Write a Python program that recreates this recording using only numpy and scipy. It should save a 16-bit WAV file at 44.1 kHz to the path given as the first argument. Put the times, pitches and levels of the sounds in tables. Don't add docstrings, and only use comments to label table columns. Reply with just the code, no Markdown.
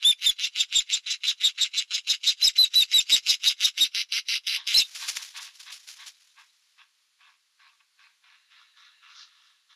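import sys
import numpy as np
from scipy import signal
from scipy.fft import rfft, irfft
from scipy.io import wavfile
from scipy.ndimage import uniform_filter1d

SR = 44100
rng = np.random.default_rng(int(sys.argv[2]) if len(sys.argv) > 2 else 0)


def master_out(mix):
    frames = np.transpose(np.atleast_2d(mix))
    ceiling = np.clip(frames, -1, 1)
    pcm = np.round(ceiling * 32767).astype(np.int16)
    wavfile.write(sys.argv[1], SR, pcm)


def undo_db(level):
    steps = np.asarray(level, float) / 20
    return 10 ** steps


N = 429975
TIME = np.arange(N) / SR
DEAD_BAND_HZ = 7950


def rms_one(x):
    return x / np.sqrt(np.mean(x ** 2) + 1e-20)


def smooth_twice(x, samples):
    return uniform_filter1d(uniform_filter1d(x, size=samples), size=samples)


def drift(rate_hz):
    r = np.exp(-2 * np.pi * rate_hz / SR)
    settle = 9000
    return rms_one(signal.lfilter([1], [1, -2 * r, r * r], rng.standard_normal(N + settle))[settle:])


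def coloured(x, spectrum):
    hz, db = np.transpose(spectrum)
    grid = np.maximum(np.arange(N // 2 + 1) * SR / N, 1)
    shape_db = np.interp(np.log(grid), np.log(hz), db)
    return rms_one(irfft(rfft(x) * undo_db(shape_db), N))


def cut_low(x, hz):
    return signal.sosfilt(signal.butter(4, hz, "high", fs=SR, output="sos"), x)


def cut_high(x, order, hz):
    return signal.sosfilt(signal.butter(order, hz, fs=SR, output="sos"), x)


def resonate(x, modes, patchy_db):
    out = 0
    for k, (hz, width, db) in enumerate(modes):
        r = np.exp(-np.pi * width / SR)
        top = np.array([1, 0, -1]) * (1 - r * r) / 2
        ring = signal.lfilter(top, [1, -2 * r * np.cos(2 * np.pi * hz / SR), r * r], x)
        out = out + (-1) ** k * undo_db(db + patchy_db * drift(20.7)) * ring
    return out / np.sqrt(smooth_twice(out ** 2, 700) + 1e-12)


def membrane(rate, restart, jitter, uneven_db, breath):
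    cycles = np.cumsum(rate * np.clip(1 + jitter * drift(150), .3, 3) / SR)
    cycles -= np.maximum.accumulate(np.where(restart, cycles - 1 + 10 / SR, 0))
    snaps = (np.diff(np.floor(cycles), prepend=0) > 0) * undo_db(uneven_db * drift(340))
    airflow = .7 + rms_one(signal.lfilter([1], [1, -.985], snaps))
    puff = rms_one(airflow) * rng.standard_normal(N)
    return rms_one(snaps) * np.sqrt(1 - breath) + puff * np.sqrt(breath)


def shaped(calls, breath_db, lead, attack, tail, tail_db):
    softer_per_db = 1.2
    level_db = np.full(N, -120.)
    for start, end, early_db, middle_db, late_db, _ in calls:
        opened = start + attack * (1 + softer_per_db * max(middle_db - early_db, 0))
        held = start + (end - start) * np.array([.25, .4, .62, .75, .9])
        times = [start - lead, start, opened, *held, end + .004, end + tail]
        levels = [early_db + 2 * breath_db, early_db + breath_db, early_db + 0.5, early_db, middle_db,
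                  middle_db, late_db, late_db - 1.5, late_db + tail_db, late_db - 55.0]
        call_db = np.interp(TIME, np.sort(times), levels, left=-120, right=-120)
        level_db = np.maximum(level_db, call_db)
    starts, bright_db = np.array(calls)[:, 0], np.array(calls)[:, 5]
    which = np.maximum(np.searchsorted(starts, TIME + .003) - 1, 0)
    return level_db, uniform_filter1d(bright_db[which], size=400), TIME - starts[which]


def trees(x, level_db, t60):
    t = np.arange(SR // 4) / SR
    tail = rng.standard_normal(len(t)) * undo_db(-60 * t / t60) * (t > .004)
    return undo_db(level_db) * signal.fftconvolve(x, tail / np.sqrt(np.sum(tail ** 2)))[:N]


# f/Hz, level/dB [per Hz]
FOREST_COLOUR = [(59, -71.5), (100, -32), (718, -24), (1090, -11), (4450, -4), (5150, -7.5), (9860, -14),
                 (14200, -26), (14500, -45)]


def forest():
    return undo_db(-70 + 0.41 * drift(6.7)) * coloured(rng.standard_normal(N), FOREST_COLOUR)


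# f/Hz, width [Hz], level/dB
CLEARING_MODES = [(1754, 140, -1.5), (2720, 180, -1.5), (3900, 200, 0.5)]
# t/s, level/dB
CLEARING_LEVEL = [
    (8.2, -88),
    (8.4, -70),
    (8.95, -64),
    (9.5, -68.5),
    (9.68, -83),
]


def clearing():
    level_db = np.interp(TIME, *np.transpose(CLEARING_LEVEL), left=-120)
    return undo_db(level_db) * resonate(rng.standard_normal(N), CLEARING_MODES, 1.5)


# start t/s, length [s], level/dB, brightness [dB]
FAR_CALLS = [(4.558, 0.089, -51.5, 5.5), (5.004, 0.078, -44, 2), (5.179, 0.061, -50, -4),
             (5.342, 0.096, -45.5, -1), (5.446, 0.065, -52, -0.5), (5.595, 0.026, -55.5, 0),
             (5.656, 0.086, -49, 0), (5.98, 0.09, -51.5, 0), (6.365, 0.079, -54, -7),
             (6.775, 0.076, -56.5, -4.5), (7.195, 0.16, -60, -5.5), (7.588, 0.16, -60, -5.5),
             (7.796, 0.028, -62.5, -8.5), (7.981, 0.14, -59.5, -5.5), (8.229, 0.2, -61.5, -4.5),
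             (8.501, 0.2, -60.5, -1.8), (8.758, 0.2, -60.5, 0), (9.02, 0.17, -56, -6),
             (9.139, 0.15, -57.5, -1.5), (9.292, 0.33, -68.5, 2.5), (9.689, 0.071, -64, 2.5)]
# f/Hz, width [Hz], level/dB
FAR_THROAT_MODES = [(800, 200, -13), (1100, 130, -2), (1600, 140, -1), (2100, 400, -5), (2600, 190, 0)]
# f/Hz, width [Hz], level/dB
FAR_THROAT_TURNED = [(1050, 250, -8), (1380, 200, -2), (1710, 60, 1), (2150, 400, -7), (2760, 130, -1)]
# f/Hz, width [Hz], level/dB
FAR_BEAK_MODES = [(3450, 500, 1), (4050, 400, 1), (5100, 900, -8), (6200, 1000, -16)]
TURN_TIMES = (8.1, 8.6)
# t/s, spread [s], level/dB
BRIGHT_FLARE = (9.21, 0.057, 3.2)
# f/Hz, level/dB [per Hz]
FLARE_COLOUR = [(1500, -70), (2700, -20), (3800, 0), (6000, -2), (7000, -16), (9000, -50)]


def far_calls():
    calls = [(s, s + length, db, db + 0.6, db - 7, bright) for s, length, db, bright in FAR_CALLS]
    level_db, bright_db, since = shaped(calls, breath_db=-12, lead=.012, attack=.008, tail=.16, tail_db=-6)
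    source = membrane(np.full(N, 240.), since < 0, jitter=.1, uneven_db=2.5, breath=.6)
    flare_s, spread_s, flare_peak_db = BRIGHT_FLARE
    flare = np.exp(-.5 * ((TIME - flare_s) / spread_s) ** 2)
    throat = resonate(source, FAR_THROAT_MODES, 1.8)
    beak = resonate(source, FAR_BEAK_MODES, 2.2)
    turned = np.interp(TIME, TURN_TIMES, [0, 1])
    turned_throat = resonate(source, FAR_THROAT_TURNED, 2.5)
    throat = np.sqrt(1 - turned) * throat + np.sqrt(turned) * turned_throat
    beak = undo_db(bright_db + flare_peak_db * flare + 1.5) * beak
    voice = undo_db(level_db + 0.1) * cut_low(throat - beak, 830)
    voice = voice + undo_db(level_db + 7.0) * flare * coloured(rng.standard_normal(N), FLARE_COLOUR)
    voice = voice + trees(voice, level_db=-6, t60=0.088)
    return cut_high(voice, 2, 6500)


# t/s, level/dB
NEST_SETTLING = [
    (4.84, -59),
    (4.93, -56.5),
    (5.0, -44.5),
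    (5.2, -48.5),
    (5.32, -59.5),
    (5.52, -67.5),
    (6.03, -59.5),
    (6.14, -70.5),
    (6.8, -79.5),
]
# t/s, peak level/dB, fall [dB per s]
TWIG_BRUSHES = [(4.958, -42.5, 118), (5.091, -34.5, 480), (5.171, -36.5, 654), (5.226, -42.5, 277),
                (5.28, -52.5, 140), (5.377, -42, 794), (5.423, -45.5, 225), (5.555, -57, 350),
                (5.603, -51.5, 134), (5.725, -46.5, 180), (5.886, -48.5, 156), (6.012, -53.5, 652),
                (6.075, -46.5, 422), (6.208, -65.5, 74), (6.396, -67, 82)]


def rustle_db():
    settle_s, settle_db = np.transpose(NEST_SETTLING)
    level_db = np.interp(TIME, settle_s, settle_db)
    rise = 638
    for s, db, fall in TWIG_BRUSHES:
        below_db = np.where(TIME < s, rise * (s - TIME), fall * (TIME - s))
        level_db = np.maximum(level_db, db - below_db)
    return np.where((TIME > settle_s[0]) & (TIME < settle_s[-1]), level_db, -100)


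# f/Hz, level/dB [per Hz]
TWIG_COLOUR = [(500, -25.5), (1500, -7), (3000, 0.5), (5500, 2), (7500, -4), (10000, -8.5), (14000, -18.5),
               (14500, -40.5)]
# t/s, peak level/dB
TWIG_SNAPS = [
    (4.9615, -27),
    (5.0856, -29),
    (5.095, -38),
    (5.1672, -20),
    (5.17, -17.5),
    (5.3679, -37),
    (6.0696, -34),
]


def nest():
    grains = rng.standard_normal(N) * undo_db(2.1 * drift(100))
    rustle = undo_db(rustle_db() + 7) * cut_low(coloured(grains, TWIG_COLOUR), 400)
    t = np.arange(600) / SR
    clicks = np.zeros(N)
    for s, db in TWIG_SNAPS:
        crack = rng.standard_normal(len(t)) * np.exp(-t / .0022)
        at = round(s * SR)
        clicks[at:at + len(t)] += undo_db(db - 1.5) * crack
    return rustle + signal.sosfilt(signal.butter(2, [1200, 7500], "band", fs=SR, output="sos"), clicks)


def dead_band(x):
    edges = [DEAD_BAND_HZ, DEAD_BAND_HZ + 560]
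    return signal.sosfilt(signal.cheby2(4, 22, edges, "bandstop", fs=SR, output="sos"), x)


# t/s, then level/dB of top hiss, low spill and thump
CHIRP_STRAIN = [(0.08, -40, -56.5, -58), (0.28, -32.5, -54, -51), (0.45, -47, -71, -88),
                (0.61, -42, -60.5, -65), (0.78, -43.5, -56.5, -49), (0.94, -48, -62.5, -83),
                (1.12, -73, -79, -90), (1.29, -49.5, -66.5, -86), (1.46, -40.5, -56.5, -67),
                (1.63, -55, -63, -83), (1.79, -66, -78, -88), (1.95, -66, -72, -87),
                (2.11, -43, -58.5, -63), (2.29, -44, -57, -65), (2.46, -35.5, -52.5, -50),
                (2.609, -37, -52.5, -53), (2.79, -35.5, -54, -54.5), (2.97, -36.5, -50.5, -53),
                (3.14, -34.5, -50, -61), (3.3, -34.5, -52, -67), (3.48, -33, -52, -83.5),
                (3.65, -34, -52.5, -59), (3.83, -33.5, -54.5, -61), (3.99, -45.5, -69, -86),
                (4.16, -43, -67, -92), (4.329, -43.5, -64.5, -85), (4.518, -41, -68.5, -80),
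                (4.7, -44.5, -68, -75), (4.781, -31.5, -50, -46.5)]
# t/s, level/dB
FLUTTER_LEAKS = [
    (.283, -51.5),
    (.785, -63.5),
    (3.137, -46),
    (3.825, -45),
]
# f/Hz, level/dB [per Hz]
TOP_HISS_COLOUR = [(6500, -25.5), (7900, -2), (8400, -12), (9200, -2.5), (11500, -1), (13000, -9),
                   (14200, -8), (14500, -38)]
# f/Hz, level/dB [per Hz]
LOW_SPILL_COLOUR = [(120, -10), (290, -2), (400, -6.5), (900, -3), (1500, -10.5), (2500, -39)]
# f/Hz, level/dB [per Hz]
HARD_STRAIN_COLOUR = [(13900, -40), (14300, 0), (15800, -3), (16200, -30)]


def strain(bird):
    chirp_s, *levels = np.transpose(CHIRP_STRAIN)
    power = smooth_twice(bird ** 2, 200)
    edges = np.r_[0, (chirp_s[1:] + chirp_s[:-1]) / 2 * SR].astype(int)
    which = np.searchsorted(edges, np.arange(N), side="right") - 1
    share = np.maximum(power, 0) / np.maximum.reduceat(power, edges)[which]
    top, low, thump = (uniform_filter1d(undo_db(db)[which], size=300) for db in levels)
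    air = rng.standard_normal((4, N))
    leak = sum(undo_db(db) * np.exp(-.5 * ((TIME - s) / 0.015) ** 2) for s, db in FLUTTER_LEAKS)
    buzz = leak * np.sin(2 * np.pi * 290 * TIME)
    hiss = undo_db(-1.5) * top * share ** 0.57 * coloured(air[0], TOP_HISS_COLOUR)
    spill = undo_db(1.5) * low * share ** 0.58 * coloured(air[1], LOW_SPILL_COLOUR)
    slow = rms_one(cut_high(air[2], 2, 130))
    thumps = undo_db(5.0) * thump * share ** 1.4 * (1.3 + 0.45 * slow)
    hard = top ** 2 / undo_db(-20) * share ** .6 * coloured(air[3], HARD_STRAIN_COLOUR)
    return buzz + hard + hiss + spill + thumps


# start t/s, length [s], level/dB, swell in the middle [dB]
RASP_CALLS = [(0.018, 0.11, -33.5, 2.5), (0.203, 0.12, -34.5, 6.5), (0.383, 0.099, -34, 1),
              (0.546, 0.097, -33.5, 3.5), (0.71, 0.11, -32.5, 4.5), (0.885, 0.1, -34, 3.5),
              (1.058, 0.098, -34, 1), (1.234, 0.09, -30, -2), (1.396, 0.11, -34.5, 3.5),
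              (1.573, 0.1, -33.5, 2), (1.733, 0.098, -34, 1), (1.906, 0.091, -34, 0),
              (2.065, 0.093, -33, 2), (2.231, 0.1, -33, -0.5), (2.394, 0.11, -32.5, 7.5),
              (2.55, 0.12, -36, 3.5), (2.733, 0.11, -30.5, 1), (2.903, 0.12, -31.5, 6),
              (3.085, 0.1, -28.5, 4), (3.255, 0.098, -29.5, 4), (3.425, 0.1, -29, 4.5),
              (3.595, 0.1, -30.5, 4), (3.77, 0.1, -31, 2), (3.943, 0.085, -31, 1), (4.118, 0.082, -30, 0.5),
              (4.281, 0.098, -30, 1), (4.466, 0.11, -30, -1), (4.669, 0.13, -30, 0),
              (4.74, 0.074, -23, 0.5)]
RASP_FIRST_SNAPS = [.027, .222, .396, .561, .726, .901, 1.069, 1.235, 1.414, 1.587, 1.747, 1.912, 2.075,
                    2.241, 2.413, 2.566, 2.742, 2.915, 3.097, 3.265, 3.436, 3.606, 3.779, 3.948, 4.123,
                    4.286, 4.471, 4.669]
TIRED_SPAN = (3.93, 4.73)
# from t/s, to t/s
AIRY_SPAN = (2.37, 3.05)
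# f/Hz, width [Hz], level/dB
THROAT_MODES = [(1480, 504, -13.5), (2123, 190, -2), (2828, 398, 3), (3704, 415, 0.5), (3984, 119, 6.5)]
# f/Hz, width [Hz], level/dB
BEAK_MODES = [(4713, 160, 7), (5177, 150, 8), (5824, 370, 2.5), (6480, 300, -2), (7600, 447, -7)]
# t/s, level/dB
BEAK_TIP = [
    (0, -6.5),
    (1, -4),
    (2, -3),
    (3, -6),
    (3.75, -5.5),
    (3.95, -22),
    (4.6, -17),
    (4.75, -0.5),
]
# t/s, brightness [dB], duller while it opens [dB]
BEAK_GAPE = [(0, -7, 9.5), (0.797, -7.5, 10.5), (1.7, -10.5, 10), (2.25, -5, 4.5), (2.449, -3, 9.5),
             (3.098, -1.5, 3.5), (3.449, -7, 1.5), (4, -3.5, 0), (4.5, -6, -3.5), (4.66, -9.5, -10.5),
             (4.74, -1, 4.5)]
# f/Hz, level/dB [per Hz]
RASP_TOP_COLOUR = [(7000, -37.5), (8550, -18.5), (8900, 5), (10200, 9.5), (11400, -12.5), (14100, -12),
                   (14400, -36.5), (16000, -53.5)]
# start t/s, length [s], level/dB, crest pitch f/Hz, crest after start [ms]
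WHISTLE_NOTES = [(.045, .072, -15.5, 3615, 46), (.258, .049, -16.5, 3610, 8), (.43, .032, -24.5, 3620, 3),
                 (.593, .033, -20, 3660, 1), (.75, .052, -16.5, 3720, 13), (.921, .04, -21, 3760, 0),
                 (1.098, .036, -24.5, 3730, 4), (1.268, .044, -19.5, 3690, 6),
                 (1.435, .05, -18.5, 3770, 10), (1.604, .044, -18.5, 3790, 7), (1.767, .04, -20.5, 3800, 7),
                 (1.933, .036, -23, 3790, 4), (2.088, .042, -19.5, 3800, 7), (2.262, .05, -18.5, 3770, 25),
                 (2.424, .064, -15.5, 4040, 16), (2.581, .068, -14.5, 4060, 28),
                 (2.753, .079, -15.5, 3970, 27), (2.936, .065, -16, 3920, 17),
                 (3.117, .041, -16.5, 3830, 14), (3.287, .035, -21, 3800, 14), (3.464, .032, -17, 3810, 1),
                 (3.64, .026, -16, 3750, 6), (3.805, .042, -16, 3790, 3), (4.743, .037, -16, 4200, 50)]
# extra level/dB, extra octave level/dB, beak opens with it [dB]
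WHISTLE_EFFORT = [(-1, -4, 1.5), (-0.5, 1, 3), (0.5, -11, 12), (1, 0.5, 13.5), (-2.5, 6.5, 8.5),
                  (-0.5, 8, 11.5), (-3, 1, 10.5), (-3, -10.5, 11), (1, -1.5, 12.5), (-2, 1.5, 16),
                  (-2, 5, 15), (-2.5, -6, 15), (-1.5, -15, 16), (-1, -6.5, 18), (-0.5, 14.5, 6.5),
                  (0, 11, 2.5), (-1, 0.5, 2), (-0.5, 10, 0), (0.5, 6.5, 7), (2, -11, 13.5), (-0.5, -6, 14),
                  (-1.5, -17, 17.5), (-1.5, -3, 12.5), (-0.5, 26, -4.5)]


def rasps():
    gape_s, gape_db, shut_db = np.transpose(BEAK_GAPE)
    calls = [(s, s + length, db, db + swell, db + 1.3, np.interp(s, gape_s, gape_db))
             for s, length, db, swell in RASP_CALLS]
    level_db, bright_db, since = shaped(calls, breath_db=-16, lead=.03, attack=.0025, tail=.05, tail_db=-12)
    opening = np.exp(-np.maximum(since, 0) / .018)
    bright_db = bright_db - np.interp(TIME, gape_s, shut_db) * opening
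    for (s, length, *_), (*_, open_db) in zip(WHISTLE_NOTES, WHISTLE_EFFORT):
        times = s + length * np.array([0, .3, .7, 1])
        bright_db = bright_db + np.interp(TIME, times, [0, open_db, open_db, 0])

    which = np.maximum(np.searchsorted(RASP_FIRST_SNAPS, TIME + .025) - 1, 0)
    since = TIME - np.array(RASP_FIRST_SNAPS)[which]
    drive = np.clip((since - .003) / .014, 0, 1)
    fray = np.clip((since - .045) / .025, 0, 1)
    tired = (TIME > TIRED_SPAN[0]) & (TIME < TIRED_SPAN[1])
    start_hz, full_hz = 180, np.where(tired, 229, 287)
    rate = start_hz + drive * (full_hz - start_hz)
    airy = (TIME > AIRY_SPAN[0]) & (TIME < AIRY_SPAN[1])
    breath = np.where(since < 0, .9, .12 + .06 * drive + .35 * fray + .35 * airy)
    source = membrane(rate, since < 0, jitter=.015 + .14 * fray, uneven_db=1.3 + 1.5 * fray, breath=breath)

    throat = resonate(source, THROAT_MODES, 2.4)
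    beak = resonate(source, BEAK_MODES[:3], 3.0)
    tip_db = np.interp(TIME, *np.transpose(BEAK_TIP))
    beak = beak - undo_db(tip_db) * resonate(source, BEAK_MODES[3:], 3.2)
    voice = cut_high(undo_db(2) * throat - undo_db(bright_db + 3) * beak, 6, DEAD_BAND_HZ)
    hiss = coloured(source + 1.5 * rng.standard_normal(N), RASP_TOP_COLOUR)
    top = undo_db(-20.0 + .4 * bright_db) * hiss
    return undo_db(level_db) * (cut_low(voice, 1405) + top)


FULL_DB = -15.5
# t/s, depth level/dB, half width [ms]
VOICE_CATCHES = [(.286, -9, 11), (.781, -8, 8), (1.467, -8, 7), (2.456, -36, 27), (2.626, -16, 6),
                 (2.635, -11, 4), (2.816, -16, 8), (2.98, -8, 10), (2.8, -3, 8), (2.605, -2.5, 8),
                 (2.443, -16, 9), (2.465, -12, 7), (4.76, -7, 7), (4.792, -6, 5)]


def note(start, length, db, hz, crest_ms, sag=1):
    ms = np.linspace(0, 1000 * length, num=60)
    from_crest = ms - crest_ms
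    falling = sag * .3 / (1 + abs(from_crest) / 40)
    pitch = hz - np.where(ms < crest_ms, .12, falling) * from_crest ** 2
    edge_ms = min(6.5 + 2.4 * max(FULL_DB - db, 0), ms[-1] / 2)
    edge_gain = undo_db(-14)
    gain = edge_gain + (1 - edge_gain) * np.minimum(np.minimum(ms, ms[-1] - ms) / edge_ms, 1)
    for s, depth_db, half_ms in VOICE_CATCHES if 3000 < hz < 4500 else []:
        dip = np.clip(1 - abs(ms - 1000 * (s - start)) / half_ms, 0, 1)
        gain = gain * (1 - (1 - undo_db(depth_db)) * dip)
    return np.transpose([start + ms / 1000, pitch, db + 20 * np.log10(gain)])


# multiple of the pitch, level/dB
HALF_PITCH_LINES = [(.5, -38), (1.5, -31)]
THIN_TOP_TONES = [10850, 11550, 14640]


def tone(rows, flutter_hz, depth, lower, octave_db, top_db):
    s, hz, db = np.transpose(rows)
    t = np.arange(s[0] - .004, s[-1] + .004, 1 / SR)
    gain = np.sqrt(2) * np.interp(t, [t[0], *s, t[-1]], [0, *undo_db(db), 0])
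    pitch = np.interp(t, s, hz)
    turn = 2 * np.pi * np.cumsum(uniform_filter1d(pitch, size=300, mode="nearest")) / SR

    beat = np.exp(1j * (2 * np.pi * flutter_hz * (t - t[0]) + rng.uniform(0, 6.3)))
    wobble = signal.lfilter([1], [1, -.96], rng.standard_normal((2, len(t)))) * .28
    upper = depth * np.linspace(.6, 1.9, len(t))
    rough = depth * (.25 * beat ** 2 + .55 * (wobble[0] + 1j * wobble[1]))
    swing = 1 + upper * beat - lower / beat + rough
    swing = swing / np.sqrt(1 + upper ** 2 + lower ** 2 + .6 * depth ** 2)

    third_db = -30.5 - 40 * (depth < .12 or octave_db < -27)
    octave_db = octave_db - .07 * np.maximum(pitch - 3699, 0)
    lines = [*HALF_PITCH_LINES, (3, third_db), (2, octave_db)]
    low = sum(undo_db(line_db) * np.exp(1j * k * turn) for k, line_db in lines)

    mean_hz = hz.mean()
    steady_hz = min(THIN_TOP_TONES, key=lambda line: abs(line - 3 * mean_hz))
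    glide = (steady_hz > 11000) * (turn - 2 * np.pi * mean_hz * t)
    high = np.sin(2 * np.pi * steady_hz * t + glide) + .15 * np.sin(2 * np.pi * THIN_TOP_TONES[-1] * t)
    high = undo_db(top_db) * (1 + .35 * wobble[0]) * high

    strength = gain / gain.max()
    body = np.real(swing * (np.exp(1j * turn) + strength * low))
    return round(t[0] * SR), gain * (body + strength * high)


# t/s, depth [ratio], lower side line [ratio], sag of the pitch [ratio]
WHISTLE_FLUTTER = [(.08, 0.043, 0.026, 1.15), (.28, 0.098, 0.091, 1), (.53, 0.32, 0.44, .6),
                   (.78, .15, 0.42, .9), (.95, 0.2, 0.5, .7), (1.11, 0.99, 1, .7), (1.29, .9, .5, 1),
                   (1.46, 0.3, 0.42, .9), (1.62, 0.4, 0.32, 1), (1.79, 0.83, 1, .8), (1.95, 1.2, 1, .8),
                   (2.11, 0.52, 0.23, .6), (2.29, .6, .35, .2), (2.44, 0.075, 0.13, 1),
                   (2.949, 0.033, 0.041, 1.1), (3.13, .15, 0.29, .9), (3.3, 0.46, .22, .4),
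                   (3.82, 0.16, .12, .65)]
# start t/s, length [s], level/dB, crest pitch f/Hz, crest after start [ms]
SQUEAK_NOTES = [(2.438, .027, -16.5, 5200, 4), (2.464, .014, -19, 5030, 1), (3.295, .039, -25, 5030, -4),
                (3.487, .014, -24, 4860, 9), (4.315, .021, -31, 4670, -4), (4.771, .028, -17, 5430, -22),
                (3.114, .009, -24, 5020, 1), (.124, .011, -33, 2480, -15), (2.645, .013, -31, 2670, 9),
                (2.823, .016, -26, 2700, -8), (2.997, .013, -30, 2605, 9), (.605, .011, -25, 2720, 3),
                (.437, .021, -26, 2770, -1), (.121, .012, -27, 3460, 6), (4.783, .026, -17.5, 4330, -40),
                (4.808, .024, -23, 3700, 2), (4.806, .028, -28, 2720, 12), (2.77, .026, -39, 5280, 10),
                (2.772, .02, -41, 6600, 8), (2.772, .022, -41, 2640, 8), (2.645, .012, -34, 6550, 5),
                (2.575, .018, -35, 5200, 6), (2.75, .011, -31, 4900, 3), (2.821, .011, -35, 4650, 4),
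                (2.931, .011, -33, 5500, 4), (.123, .013, -42, 10000, 5), (2.65, .032, -34, 3760, 22),
                (4.832, .036, -39, 3700, 18), (4.775, .022, -33, 6500, 2), (4.8, .012, -31, 7450, 4),
                (2.482, .014, -35, 6450, 8), (6.12, .05, -67, 4100, 70), (6.29, .04, -66, 4075, 75),
                (6.478, .039, -66, 3950, 36)]


def whistles():
    out, notes = np.zeros(N), []
    flutter_s, *controls = np.transpose(WHISTLE_FLUTTER)
    for row, (extra_db, extra_octave_db, _) in zip(WHISTLE_NOTES, WHISTLE_EFFORT):
        start, length, db, hz, _ = row
        depth, lower, sag = [abs(np.interp(start + length / 2, flutter_s, c)) for c in controls]
        flutter_hz = 286.5 + 4.7 * rng.standard_normal()
        purity = max(1 - depth / 0.24, 0)
        octave_db = -8 + extra_octave_db - 6.5 * purity
        top_db = -14 - 2.5 * max(FULL_DB - db, 0) - .013 * (hz - 3600) - 60 * depth
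        rows = note(*row, sag) + [0, 0, extra_db]
        notes.append(tone(rows, flutter_hz, depth, lower, octave_db, max(top_db, -44)))
    notes += [tone(note(*row), 290, .3, .2, -28, -60) for row in SQUEAK_NOTES]
    for at, wave in notes:
        out[at:at + len(wave)] += wave
    return cut_low(out + 1e-18, 1500)


def scene():
    whistle = undo_db(.8) * whistles()
    strength = uniform_filter1d(whistle ** 2, size=300)
    rasp = rasps()
    chest = cut_high(rasp, 2, 2480)
    rasp = rasp - chest * strength / (strength + undo_db(-62.5))
    bird = rasp / np.sqrt(1 + strength / undo_db(-56)) + whistle
    echo = trees(bird, level_db=-24, t60=.15)
    heard = bird + echo + far_calls() + clearing() + nest() + forest()
    mono = dead_band(heard) + strain(bird)
    return np.array([mono, mono])


def roll_off(x):
    return signal.sosfilt(signal.butter(12, 16340, fs=SR, output="sos"), x)


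def record(dry):
    x = .65 * np.tanh(dry / .65)
    x = x + 0.00611 * x ** 2
    x = signal.sosfilt(signal.butter(1, 22, "high", fs=SR, output="sos"), x)
    x = signal.sosfilt(signal.cheby2(10, 60, 16300, fs=SR, output="sos"), x)
    return roll_off(x)


dry = scene()
out = record(dry)
master_out(out)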